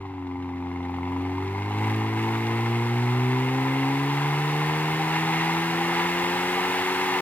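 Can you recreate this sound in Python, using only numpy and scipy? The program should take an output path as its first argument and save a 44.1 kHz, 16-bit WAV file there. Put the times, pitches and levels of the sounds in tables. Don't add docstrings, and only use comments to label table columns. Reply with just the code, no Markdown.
import sys
import numpy as np
from scipy import signal
from scipy.fft import rfft, irfft
from scipy.io import wavfile
from scipy.ndimage import uniform_filter1d

SR = 44100
rng = np.random.default_rng(int(sys.argv[2]) if len(sys.argv) > 2 else 0)


def file_out(sig):
    cols = np.atleast_2d(sig).T
    lim = np.clip(cols, -1, 1)
    pcm = np.round(lim * 32767).astype(np.int16)
    wavfile.write(sys.argv[1], SR, pcm)


N = 317961


def undb(db):
    return np.exp(np.asarray(db) * (np.log(10) / 20))


def unit(x):
    return x / np.sqrt(np.mean(x ** 2))


def curve(table):
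    times, values = np.transpose(table)
    return np.interp(np.arange(N) / SR, times, values)


def wander(rate_hz):
    hold = max(int(SR / rate_hz), 1)
    steps = np.repeat(rng.standard_normal(N // hold + 1), hold)
    return unit(uniform_filter1d(uniform_filter1d(steps, hold), hold)[:N])


def response_db(spectrum, hz):
    point_hz, db = np.transpose(spectrum)
    return np.interp(np.log(np.maximum(hz, 1)), np.log(point_hz), db)


def ringing_filter(spectrum, size=4096):
    cepstrum = irfft(response_db(spectrum, np.fft.rfftfreq(size, 1 / SR)) * np.log(10) / 20)
    cepstrum[1:size // 2] *= 2
    cepstrum[size // 2 + 1:] = 0
    return np.exp(rfft(cepstrum))


def colour(x, spectrum):
    return signal.fftconvolve(x, irfft(ringing_filter(spectrum)))[:N]


def octaves(firing_hz):
    return np.log2(firing_hz / 110)


def effort_db(firing_hz, boost, base_db, boost_db, octave_db):
    return base_db - boost_db * (1 - boost) + octave_db * octaves(firing_hz)


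def standing_waves_db(hz):
    # f/Hz, half width/Hz, level/dB
    waves = [(108.4, 11, 3), (112.4, 2.4, -3.5), (124.9, 6.7, 5), (146.7, 7.7, 4), (186.2, 6.3, -4),
             (276, 19, 2), (291, 4.3, -2.5), (385.5, 12.6, 3), (454, 6.2, 2.5), (532, 18, 4)]
    return sum(db * np.exp(-((hz - centre) / width) ** 2) for centre, width, db in waves)


def engine_note(firing_hz, firings, boost, waver_db, waver_radians, spread):
    # multiple of the firing rate, level/dB
    orders = [(1, 0), (1.5, -7), (2, 0), (2.5, 0), (3, .5), (3.5, -1), (4, -1), (4.5, -.5), (5, -6),
              (6, -6), (7, -1)]
    # f/Hz, level/dB
    resonances = [(88, 5), (125, 5), (165, 2), (190, -10), (225, -2), (272, 4.5), (295, -6), (335, 0),
                  (375, -.5), (425, -8.5), (455, -7.5), (497, -19), (530, -15), (590, -31), (630, -18),
                  (655, -28), (695, -16), (760, -30)]
    response = ringing_filter(resonances, size=65536)
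    response_hz = np.linspace(0, SR / 2, len(response))
    response = response * undb(standing_waves_db(response_hz))
    note = 0
    for order, db in orders:
        if order == 1:
            drive_db = effort_db(firing_hz, boost, base_db=-30.5, boost_db=11, octave_db=7.5)
        elif order == 2:
            drive_db = effort_db(firing_hz, boost, base_db=-28, boost_db=14, octave_db=4.5)
        elif order % 1:
            drive_db = effort_db(firing_hz, boost, base_db=-38.5, boost_db=16, octave_db=13.5)
        else:
            drive_db = effort_db(firing_hz, boost, base_db=-30, boost_db=8.5, octave_db=4.5)
        soften_db = 3.5 * np.clip(order - 3, 0, 2) * (1 - boost)
        cycles = order * firings - spread * (order - 1) ** 2
        phase = 2 * np.pi * cycles + waver_radians * order * wander(14)
        tone = np.interp(order * firing_hz, response_hz, response) * np.exp(1j * phase)
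        level_db = db + drive_db - soften_db + waver_db * order * wander(13)
        note = note - undb(level_db) * tone.real
    return note


def bursts(firings, steady, excess_db, scatter_db, length, crack):
    index, progress = firings.astype(int), firings % 1
    size = undb(scatter_db * rng.standard_normal(N // 100)[index] + excess_db * (index % 4 == 1))
    puff = unit(progress * np.exp(-progress / length))
    onset = unit(np.diff(index, prepend=0).astype(float))
    jet_share = np.clip(steady, .01, .99)
    gas = np.sqrt(jet_share + (1 - jet_share) * (size * puff) ** 2) * rng.standard_normal(N)
    flow = gas - crack * (1 - jet_share) ** 4 * size * onset
    return flow / np.sqrt(uniform_filter1d(flow ** 2, size=SR // 6))


def workshop(x, echo_db, decay_s, apart_hz):
    t = np.arange(SR // 2) / SR
    mid, side = rng.standard_normal((2, len(t))) * undb(-60 * t / decay_s) * (t > .004)
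    side = signal.sosfilt(signal.butter(1, apart_hz, "high", fs=SR, output="sos"), side)
    echoes = undb(echo_db) * np.array([mid + side, mid - side]) / np.sqrt(np.sum(mid ** 2))
    return unit(x + signal.fftconvolve(x[None], echoes, axes=1)[:, :N])


def silencer_bark(firings, steady, excess_db):
    # f/Hz, level/dB
    bark = [(400, -33.5), (590, -42.5), (655, -15), (692, -8), (735, -7.5), (770, -2), (815, 0),
            (850, -0.5), (890, 0.5), (965, -1), (1020, -2), (1100, -9), (1160, -8.5), (1400, -21),
            (2000, -68)]
    knocks = bursts(firings, steady, excess_db, scatter_db=.8, length=.12, crack=4.2)
    return workshop(colour(knocks, bark), echo_db=-9.5, decay_s=0.13, apart_hz=1100)


def tailpipe_rasp(firing_hz, firings, steady, excess_db):
    # f/Hz, level/dB
    rasp_spectrum = [(800, -24), (1220, -1.5), (1500, -4), (1800, -0.5), (2100, -0.5), (2350, -6.5),
                     (2750, -2.5), (3100, -9.5), (3400, -8), (3950, -12), (4700, -16), (7000, -24.5),
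                     (9000, -36.5), (15000, -63)]
    # f/Hz, level/dB
    ring_spectrum = [(1200, -36.5), (1850, -22.5), (2050, 0.5), (2150, 1), (2260, -6.5), (2450, -8.5),
                     (4000, -54), (9000, -65)]
    puffs = bursts(firings, steady, .5 * excess_db, scatter_db=2.1, length=0.35, crack=0.21)
    knocks = bursts(firings, steady, 1.1 * excess_db, scatter_db=1.3, length=0.095, crack=1.9)
    rasp = unit(colour(puffs, rasp_spectrum))
    ring = unit(colour(knocks, ring_spectrum))
    ring_gain = undb(-3 - 6 * octaves(firing_hz))
    pipe = (rasp + ring_gain * ring) / np.hypot(1, ring_gain)
    return workshop(pipe, echo_db=-9.5, decay_s=0.72, apart_hz=1520)


def jet_hiss(firings, steady):
    # f/Hz, level/dB
    hiss = [(3000, -16.5), (5000, -0.5), (5700, -1.5), (7100, 1.5), (7700, 1), (8350, 1), (9200, -0.5),
            (10000, -1.5), (10700, 2), (11600, 1.5), (13300, -2.5), (14300, 0.5), (15800, -4.5)]
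    shared, left, right = (
        colour(bursts(firings, steady + 0.09, excess_db=0, scatter_db=2.5, length=0.17, crack=0), hiss)
        for _ in range(3))
    return unit(0.23 * shared + np.array([left, right]))


def gas_rumble():
    # f/Hz, level/dB
    rumble = [(25, -43), (48, -34), (75, -9.5), (125, 0.5), (160, -6.5), (185, -6), (220, -6.5), (275, 1.5),
              (300, -1.5), (385, 2), (470, 0.5), (590, -7), (700, -5), (1000, -42.5)]
    return unit(colour(rng.standard_normal(N), rumble))


def exhaust_gas(firing_hz, firings, boost):
    steady = 0.47 + 0.44 * octaves(firing_hz) - 0.11 * (1 - boost)
    excess_db = np.interp(firing_hz, [100, 105], [5.5, .8])
    bark_db = effort_db(firing_hz, boost, base_db=-32.5, boost_db=9.5, octave_db=8)
    rasp_db = effort_db(firing_hz, boost, base_db=-34.5, boost_db=15.5, octave_db=15)
    hiss_db = effort_db(firing_hz, boost, base_db=-52.5, boost_db=22.5, octave_db=20.5)
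    rumble_db = effort_db(firing_hz, boost, base_db=-41.5, boost_db=15.5, octave_db=9.5)
    bark = undb(bark_db) * silencer_bark(firings, steady, excess_db)
    rasp = undb(rasp_db) * tailpipe_rasp(firing_hz, firings, steady, excess_db)
    hiss = undb(hiss_db) * jet_hiss(firings, steady)
    rumble = undb(rumble_db) * gas_rumble()
    return undb(roar_swell_db()) * (bark + rasp) + hiss + rumble


def cooling_fan(db):
    # f/Hz, level/dB
    rush = [(20, -3), (45, 2), (65, 9), (110, 12), (170, 6), (300, -34), (600, -22), (2000, -14),
            (8000, -44)]
    air = colour(rng.standard_normal(N), rush)
    return undb(db) * workshop(air, echo_db=-19, decay_s=0.83, apart_hz=900)


def crank_boom(firing_hz, firings, resonance_hz, half_width_hz, db):
    nearness = np.exp(-((firing_hz / 2 - resonance_hz) / half_width_hz) ** 2)
    strength = undb(db + 2 * wander(8.7)) * nearness
    return strength * np.sin(np.pi * firings + .5 * wander(8))


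def roar_swell_db():
    # t/s, half length/s, added level/dB
    swells = [(5.162, .05, 2.5), (5.4, .14, 1.8), (5.99, .06, 2)]
    t = np.arange(N) / SR
    return sum(db * np.exp(-((t - peak_s) / half_s) ** 2) for peak_s, half_s, db in swells)


def scene():
    # t/s, f/Hz
    speed = [(0.0, 97.1), (0.2, 91.47), (0.55, 89.03), (0.97, 88.6), (1.37, 92.93), (1.85, 107),
             (2.85, 117.7), (3.55, 131.6), (3.9, 137), (4.3, 145.7), (4.7, 152.7), (5.4, 163.7),
             (6.3, 176.5), (6.75, 183.35), (7.21, 184.3)]
    # t/s, boost/share of its peak
    turbo = [(0.0, 0.09), (0.25, 0.18), (1.2, 0.69), (1.68, 0.75), (1.87, 1.0), (2.1, 0.8), (2.22, 0.96),
             (3.3, 0.79), (7.21, 0.66)]
    firing_hz, boost = curve(speed), curve(turbo)
    firings = np.cumsum(firing_hz) / SR
    note = engine_note(firing_hz, firings, boost, waver_db=0.27, waver_radians=0.11, spread=0.2238)
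    boom = crank_boom(firing_hz, firings, resonance_hz=76.5, half_width_hz=5.5, db=-53)
    return note + exhaust_gas(firing_hz, firings, boost) + cooling_fan(db=-54.0) + boom


def record(dry):
    # f/Hz, level/dB
    balance = [(30, 0), (80, -.3), (120, -1), (200, 0), (270, 1.5), (380, 2.2), (700, 1.5), (1300, 2),
               (2200, -.7), (2950, -3.5), (3400, .5), (6500, 2.5), (8500, 7.5), (15000, 3.5)]
    right_lag_ms, top_hz = 0.078, 15900
    hz = np.fft.rfftfreq(2 * N, 1 / SR)
    lean_db = response_db(balance, hz) / 2
    delay = np.exp(-2j * np.pi * hz * right_lag_ms / 1000)
    microphones = np.array([undb(lean_db), undb(-lean_db) * delay])
    faded = dry * signal.windows.tukey(N, .002)
    heard = irfft(rfft(faded, 2 * N) * microphones)[:, :N]
    return signal.sosfilt(signal.ellip(12, .2, 80, top_hz, fs=SR, output="sos"), heard)


dry = scene()
out = record(dry)
file_out(out)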